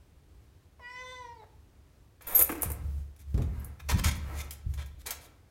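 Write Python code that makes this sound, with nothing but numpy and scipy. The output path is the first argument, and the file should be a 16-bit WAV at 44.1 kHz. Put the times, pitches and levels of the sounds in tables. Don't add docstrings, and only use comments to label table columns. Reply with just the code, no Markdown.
import sys
import numpy as np
from scipy import signal
from scipy.fft import rfft, irfft, next_fast_len
from scipy.io import wavfile
from scipy.ndimage import map_coordinates

SR = 44100
rng = np.random.default_rng(int(sys.argv[2]) if len(sys.argv) > 2 else 0)


def file_out(sig):
    cols = np.atleast_2d(sig).T
    lim = np.clip(cols, -1, 1)
    pcm = np.round(lim * 32767).astype(np.int16)
    wavfile.write(sys.argv[1], SR, pcm)


N = 242550

# f/Hz, level/dB
AIR_SPECTRUM = [(15, -38), (40, -6.5), (77, -1.5), (204, -21), (319, -19.5), (558, -28), (2020, -36.5),
                (16000, -47.5)]
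# f/Hz, t60/s
ROOM_DECAY = [(150, 1), (1000, 0.52), (4000, 0.47), (14000, 0.14)]
# t/s, pitch/Hz, level/dB, mouth opening/0-1, tongue resonance/Hz, lip resonance/Hz
MEOW_CONTOUR = [(.793, 470, -60, 0.4, 2840, 5230), (.86, 483.3, -46.5, 1, 2840, 4900),
                (.92, 500, -45.5, 0.75, 3000, 5500), (.97, 501.6, -44.5, 0.79, 3360, 5770),
                (1.03, 507.8, -44, 0.56, 3510, 5950), (1.12, 508.3, -44, 0.57, 3750, 6000),
                (1.19, 501, -46.5, 0.57, 3700, 6020), (1.27, 475, -49.5, 0.51, 3180, 5820),
                (1.34, 467, -55.5, 0.43, 2650, 5170), (1.39, 445.7, -54.5, 0.23, 2284, 4100),
                (1.445, 403, -45, 0.3, 2050, 3650)]
# f/Hz, level/dB
THROAT_SPECTRUM = [(450, -12), (1000, 1), (1500, -15), (2000, -4), (2500, -19), (3300, -23), (4500, -22.5),
                   (6700, -32.5), (8200, -29), (9500, -44), (14000, -46)]
# f/Hz, gain/dB
OPENING_GAIN = [(500, -43), (1000, -19), (1500, 17), (2000, 23), (4000, -6.5)]
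# t/s, hold/s, level/dB, tilt/(dB/oct)
CLAW_SWIPES = [(2.205, 0.076, -59, -2), (2.264, 0.11, -41.5, -5.5), (2.618, 0.035, -51, 0.5),
               (3.185, 0.029, -60.5, 4.5), (3.792, 0.0035, -49.5, -0.5), (3.884, 0.028, -32.5, 0),
               (4.033, 0.052, -33.5, 1), (4.148, 0.019, -50, 11), (4.503, 0.028, -47.5, 12),
               (4.771, 0.05, -50, -1.5), (5.053, 0.07, -46, -2.5), (5.205, 0.053, -57.5, 5)]
# t/s, rise/s, level/dB, tilt/(dB/oct)
CLAW_DRAGS = [(2.282, 0.14, -35, -4.5), (3.957, 0.041, -35, 1), (4.308, 0.11, -41.5, 2),
              (4.97, 0.049, -55.5, 3)]
# t/s, level/dB, tilt/(dB/oct)
CLAW_SNAPS = [(3.163, -60, 5.5), (3.343, -52.5, 0), (3.377, -49.5, 1.5), (3.42, -47.5, 1),
              (3.919, -54, 1.5), (4.044, -26.5, 2.5), (4.113, -37, 1), (4.508, -36, 6.5),
              (4.738, -46.5, 3.5), (4.86, -52.5, 7), (5.063, -36, 6), (5.069, -32.5, 6), (5.107, -27.5, 7)]
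# f/Hz, level/dB
CLAW_SPECTRUM = [(200, -22.5), (455, -9), (1040, -4), (1500, -4), (2350, -1), (2900, -9), (3500, -3.5),
                 (4700, -9.5), (6620, -7.5), (7820, -11.5), (12300, -12.5), (16000, -21)]
PANEL_MODES_HZ = [480, 575, 705, 965, 1045, 1310, 2060, 2300]
# t/s, level/dB, favoured f/Hz
FRAME_KNOCKS = [(2.209, -53.5, 1480), (2.411, -37, 2260), (2.493, -30, 1100), (2.499, -29.5, 295),
                (2.523, -32, 313), (2.553, -37, 296), (2.578, -41.5, 296), (2.631, -34, 704),
                (2.666, -46, 856), (2.702, -39.5, 476), (3.801, -50.5, 2300), (3.896, -40, 690),
                (3.92, -35.5, 1250), (3.999, -44, 2500), (4.049, -42, 2120)]
# f/Hz, level/dB, t60/s
FRAME_MODES = [(301, 1.5, 0.12), (460, 1, 0.053), (710, -5, .085), (870, 2, 0.03), (1110, -2, .04),
               (1273, 0.5, 0.049), (1705, 2.5, .04), (2100, 1.5, 0.017), (2590, -3.5, 0.059)]
# t/s, level/dB, relative click level/dB, favoured f/Hz
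KEY_CLINKS = [(2.221, -58, 11, 11580), (2.278, -40.5, -4, 11500), (2.392, -21.5, 5, 12300),
              (2.411, -22, -9, 9500), (2.4225, -15, -9, 11800), (2.446, -30.5, -1, 12300),
              (2.477, -43.5, 5, 12500), (2.518, -40, 4.5, 12280), (2.621, -28, 2, 13000),
              (2.631, -27, 3.5, 9600), (2.693, -52.5, 1.5, 9720), (2.702, -46, 12, 12500),
              (2.718, -41.5, 10, 10790), (3.598, -55, 0.5, 13000), (3.646, -45, 2.5, 13300),
              (4.445, -62.5, 9.5, 12000)]
# f/Hz, level/dB, t60/s
STEEL_MODES = [(6850, -14.5, .07), (9100, -5.5, 0.046), (10960, -5.5, 0.036), (11700, -15.5, .1),
               (12000, -5.5, 0.064), (12465, -6, .08), (12640, -4, .06), (13500, -7.5, 0.034),
               (14920, -2, .03), (15530, -6, .04)]
# t/s, hold/s, level/dB, squeak f/Hz, roughness/0-1
RING_SLIDES = [(2.266, .074, -39, 12500, .75), (2.346, 0.018, -17, 12400, .2),
               (2.368, 0.054, -25, 12080, .65), (2.372, .005, -28.5, 9040, .2),
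               (2.412, .007, -23, 11980, .5), (2.609, .008, -44, 9700, .95)]
# f/Hz, level/dB
STEEL_SPECTRUM = [(3500, -29), (6500, -12), (9000, -2), (13000, 4), (16000, -7)]
# t/s, hold/s, level/dB, t60/s
DOOR_SHOVES = [(2.392, 0.044, -45.5, 1), (2.688, .01, -33.5, 0.23), (2.84, 0.16, -34, 0.4),
               (3.305, 0.13, -37, 0.63), (3.592, 0.023, -36, 0.55), (3.924, 0.072, -28.5, 0.18),
               (4.232, 0.15, -37.5, 1), (4.707, 0.05, -34.5, 0.82)]
# t/s, hold/s, level/dB
FUR_BRUSHES = [(2.576, 0.1, -52), (3.558, 0.085, -59), (4.298, 0.045, -50), (5.175, 0.067, -63.5)]
# f/Hz, level/dB
FUR_SPECTRUM = [(100, -5), (300, 7), (1300, 4), (2300, -1), (3500, -13), (16000, -13.5)]
# t/s, level/dB, low-pass f/Hz
DOOR_THUMPS = [(2.657, -29, 141), (2.701, -36, 130.3), (2.822, -34, 89.6), (3.343, -23.5, 297),
               (3.377, -25, 556), (3.406, -34, 377), (3.448, -31.5, 199), (3.911, -27, 242),
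               (3.945, -20, 234), (4.052, -25, 210), (4.107, -33, 164), (4.661, -28, 105)]
# f/Hz, level/dB, t60/s
DOOR_MODES = [(47.24, -13, 0.15), (79.2, 10.5, 0.42), (102.4, 15, 0.087), (119.8, -2, 0.35),
              (182.6, 0, 0.319), (239.7, -7, 0.3), (294, -4, 0.19), (341, -2, 0.19)]


def amp(db):
    return 10 ** (np.asarray(db) / 20)


def unit(x):
    return x / np.sqrt(np.mean(x ** 2) + 1e-20)


def along(points, hz):
    f, values = np.transpose(points)
    return np.interp(np.log(hz + 1), np.log(f + 1), values)


def wobble(rate_hz, size=N):
    knots = rng.standard_normal(int(size * rate_hz / SR) + 4)
    return map_coordinates(knots, [np.arange(size) * rate_hz / SR])


def filtered(x, response):
    size = next_fast_len(len(x) + SR // 4)
    return irfft(rfft(x, size) * response(np.fft.rfftfreq(size, 1 / SR)), size)[:len(x)]


def coloured(x, spectrum, tilt_db_oct=0):
    return unit(filtered(x, lambda hz: amp(along(spectrum, hz) + tilt_db_oct * np.log2(hz + 1))))


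def noise(size, spectrum, tilt_db_oct=0):
    return coloured(rng.standard_normal(size), spectrum, tilt_db_oct)


def grit(size, rate_hz, spread_db):
    slips = (rng.random(size) < rate_hz / SR) * rng.standard_normal(size)
    return slips * amp(spread_db * rng.standard_normal(size))


def fade(t, t60_s):
    return np.exp(-np.log(1000) * t / t60_s)


def swell(start_s, hold_s, t60_s, rise_db_per_s):
    t = np.arange(N) / SR - start_s
    return amp(rise_db_per_s * np.minimum(t, 0)) * fade(np.maximum(t - hold_s, 0), t60_s)


def stroke(t, rise_s, hold_s, t60_s):
    return np.clip(t / rise_s, 0, 1) ** 1.7 * fade(np.maximum(t - rise_s - hold_s, 0), t60_s)


def ring(modes, t, scatter_db=3, in_step=False):
    hz, db, t60_s = np.transpose(modes)[:, :, None]
    gain = amp(db + scatter_db * rng.standard_normal(db.shape))
    if not in_step:
        gain *= rng.choice([-1, 1], db.shape)
    partials = gain * np.sin(2 * np.pi * hz * t) * fade(t, t60_s)
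    return np.sum(partials, 0) / np.sqrt(np.sum(gain ** 2) / 2)


def favouring(modes, centre_hz, fall_db_oct):
    return [(hz, db - fall_db_oct * abs(np.log2(hz / centre_hz)), t60_s) for hz, db, t60_s in modes]


def add(track, start_s, sound):
    part = track[round(start_s * SR):][:len(sound)]
    part += sound[:len(part)]


def air(level_db=-58):
    return amp(level_db + 0.52 * wobble(5.5)) * noise(N, AIR_SPECTRUM)


def meow(scoop_s=0.016, release_s=0.046):
    t = np.arange(N) / SR
    times_s, *columns = np.transpose(MEOW_CONTOUR)
    pitch_hz, db, mouth, tongue_hz, lip_hz = [np.interp(t, times_s, column) for column in columns]
    start_s, end_s = times_s[0], times_s[-1]
    gate = (t >= start_s) & (t <= end_s)
    creak = np.exp(-((t - start_s) / 0.016) ** 2) + np.exp(-((t - end_s) / 0.02) ** 2)
    pitch_hz *= 1 + 0.0022 * wobble(55) + (0.004 + 0.08 * creak) * wobble(700)
    scoop = 1 + 0.18 * np.exp(-np.abs(t - start_s) / scoop_s)
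    phase = 2 * np.pi * np.cumsum(pitch_hz * scoop)[gate] / SR
    effort_db = db[gate] - db.max()
    voice, power = np.zeros(N), np.zeros(N)
    for k in range(1, 31):
        hz = k * pitch_hz[gate]
        opening_db = along(OPENING_GAIN, hz) * (mouth[gate] - 0.6)
        tongue_db = 8.5 * np.exp(-((hz - tongue_hz[gate]) / 400) ** 2)
        lip_db = 13.3 * np.exp(-((hz - lip_hz[gate]) / 350) ** 2)
        treble_db = 0.6 * effort_db * np.clip(np.log2(hz / 2000), 0, 1)
        waver_db = np.clip(k / 2, 1.2, 2.8) * wobble(20, len(hz))
        gain = amp(along(THROAT_SPECTRUM, hz) + opening_db + tongue_db + lip_db + treble_db + waver_db)
        voice[gate] += gain * np.sin(k * phase)
        power[gate] += gain ** 2 / 2
    release = np.clip((end_s - t) / release_s, 0, 1)
    rasp = noise(N, [(300, -25), (620, -1), (1900, -22), (2600, -37), (9000, -44)])
    return gate * (amp(db) * release * voice / np.sqrt(power + 1e-12) + amp(-56) * creak * rasp)


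def near_walls(x, gain=0.12):
    delays = rng.integers(SR // 200, SR // 25, 8)
    return x + gain * sum(np.pad(x, (delay, 0))[:N] for delay in delays)


def room(x):
    hz, t, bins = signal.stft(rng.standard_normal(SR * 3 // 4), SR, nperseg=256)
    tail = signal.istft(bins * fade(t, along(ROOM_DECAY, hz)[:, None]), SR, nperseg=256)[1]
    tail = np.pad(tail, (SR // 200, 0))
    return signal.fftconvolve(x, tail / np.linalg.norm(tail))[:N]


def moving_echo(x, rate_hz=0.6):
    angle = 2 * np.pi * rate_hz * np.arange(N) / SR
    return room(x * np.cos(angle)) + room(x * np.sin(angle))


def on_wood(x):
    ripple_db = 2.9 * rng.standard_normal(130)
    return unit(filtered(x, lambda hz: amp(map_coordinates(ripple_db, [0.8 * np.sqrt(hz)]))))


def travelling(make_sound, spots_per_s=18):
    versions = np.array([make_sound() for _ in range(3)])
    shares = np.array([wobble(spots_per_s, len(version)) for version in versions])
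    return np.sum(versions * shares, 0) / np.linalg.norm(shares, axis=0)


def scrape(force, tilt_db_oct):
    def spot():
        slips = unit(grit(len(force), rate_hz=7000, spread_db=2))
        catches = unit(grit(len(force), rate_hz=250, spread_db=1))
        return on_wood(coloured(slips + 0.38 * catches, CLAW_SPECTRUM, tilt_db_oct))
    return force * travelling(spot)


def claws():
    out, t = np.zeros(N), np.arange(SR // 2) / SR
    for start_s, hold_s, db, tilt_db_oct in CLAW_SWIPES:
        force = stroke(t, rise_s=0.0075, hold_s=hold_s, t60_s=0.04)
        add(out, start_s, amp(db) * scrape(force, tilt_db_oct))
    for start_s, rise_s, db, tilt_db_oct in CLAW_DRAGS:
        force = stroke(t, rise_s, hold_s=0, t60_s=0.019)
        add(out, start_s, amp(db) * scrape(force, tilt_db_oct))
    for start_s, db, tilt_db_oct in CLAW_SNAPS:
        snap = on_wood(noise(len(t), CLAW_SPECTRUM, tilt_db_oct))
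        add(out, start_s, amp(db) * snap * (fade(t, 0.036) + 0.31 * fade(t, 0.156)))
    return out


def panel(x, width_hz=32):
    ringing = sum(signal.lfilter(*signal.iirpeak(hz, hz / width_hz, fs=SR), x) for hz in PANEL_MODES_HZ)
    return amp(-0.5) * x + amp(-1.5) * ringing


def knocks():
    out, t = np.zeros(N), np.arange(SR // 2) / SR
    for start_s, db, centre_hz in FRAME_KNOCKS:
        body = ring(favouring(FRAME_MODES, centre_hz, fall_db_oct=11.5), t, scatter_db=1)
        crack = noise(len(t), [(400, -5.5), (2400, -9.5), (4000, -26.5), (12000, -17)])
        add(out, start_s, amp(db) * (1.04 * body + 0.58 * crack * fade(t, 0.099)))
    return signal.lfilter(*signal.butter(2, 220, "high", fs=SR), out)


def clinks():
    out, t = np.zeros(N), np.arange(SR // 3) / SR
    for start_s, db, click_db, centre_hz in KEY_CLINKS:
        click = noise(len(t), STEEL_SPECTRUM) * (fade(t, 0.016) + 0.31 * fade(t, 0.1))
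        body = ring(favouring(STEEL_MODES, centre_hz, fall_db_oct=17.5), t, scatter_db=5)
        add(out, start_s, amp(db) * (body + amp(click_db) * click))
    return out


def squeak(hz, roughness, size):
    jitter = roughness * (0.025 * wobble(900, size) + 0.02 * wobble(90, size))
    phase = 2 * np.pi * np.cumsum(hz * (1 + jitter)) / SR
    return unit(np.sin(phase) * amp(6 * roughness * wobble(220, size)))


def slides():
    out, t = np.zeros(N), np.arange(SR // 3) / SR
    slips = lambda: grit(len(t), rate_hz=2500, spread_db=3)
    damped = [(hz, db, t60_s / 4) for hz, db, t60_s in STEEL_MODES]
    for start_s, hold_s, db, hz, roughness in RING_SLIDES:
        ringing = unit(signal.fftconvolve(slips(), ring(damped, t))[:len(t)])
        grating = unit(ringing + amp(-2.5) * coloured(slips(), STEEL_SPECTRUM))
        friction = unit(roughness * grating + (1 - roughness / 2) * squeak(hz, roughness, len(t)))
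        force = stroke(t, rise_s=0.0059, hold_s=hold_s, t60_s=0.067)
        add(out, start_s, amp(db) * force * friction)
    return out


def shudder(mode_hz=70.8):
    shoves = [amp(db) * swell(start_s, hold_s, t60_s, rise_db_per_s=195.5)
              for start_s, hold_s, db, t60_s in DOOR_SHOVES]
    phase = 2 * np.pi * np.cumsum(mode_hz * (1 + 0.014 * wobble(9.7))) / SR
    chatter = noise(N, [(20, -18.5), (45, 4.5), (120, 0.5), (185, -9), (260, -30.5), (3000, -42)])
    return np.max(shoves, axis=0) * (np.sqrt(2) * np.sin(phase) + amp(-9.5) * chatter)


def fur():
    pressure = sum(amp(db) * swell(start_s, hold_s, t60_s=0.795, rise_db_per_s=102.5)
                   for start_s, hold_s, db in FUR_BRUSHES)
    return pressure * amp(0.64 * wobble(25)) * travelling(lambda: on_wood(noise(N, FUR_SPECTRUM)))


def thumps():
    out, t = np.zeros(N), np.arange(SR) / SR
    attack = 1 - fade(t, 0.0073)
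    for start_s, db, cutoff_hz in DOOR_THUMPS:
        thud = noise(len(t), [(15, 6), (60, 14.5), (350, -5), (600, -8.5)]) * fade(t, 0.29)
        blow = attack * (ring(DOOR_MODES, t, scatter_db=0, in_step=True) + 1.34 * thud)
        add(out, start_s, amp(db) * signal.lfilter(*signal.butter(2, cutoff_hz, fs=SR), blow))
    return signal.lfilter(*signal.butter(2, 42, "high", fs=SR), out)


def scene():
    voice = near_walls(meow())
    scratch = panel(claws() + fur())
    wood = knocks() + thumps()
    steel = clinks() + slides()
    echo = moving_echo(amp(-9.5) * (voice + wood) + amp(-8.5) * (scratch + steel))
    return (air() + voice + scratch + wood + steel + shudder() + echo)[None]


def record(dry):
    top_hz = 15900
    return np.array([filtered(x, lambda hz: hz < top_hz) for x in dry])


dry = scene()
out = record(dry)
file_out(out)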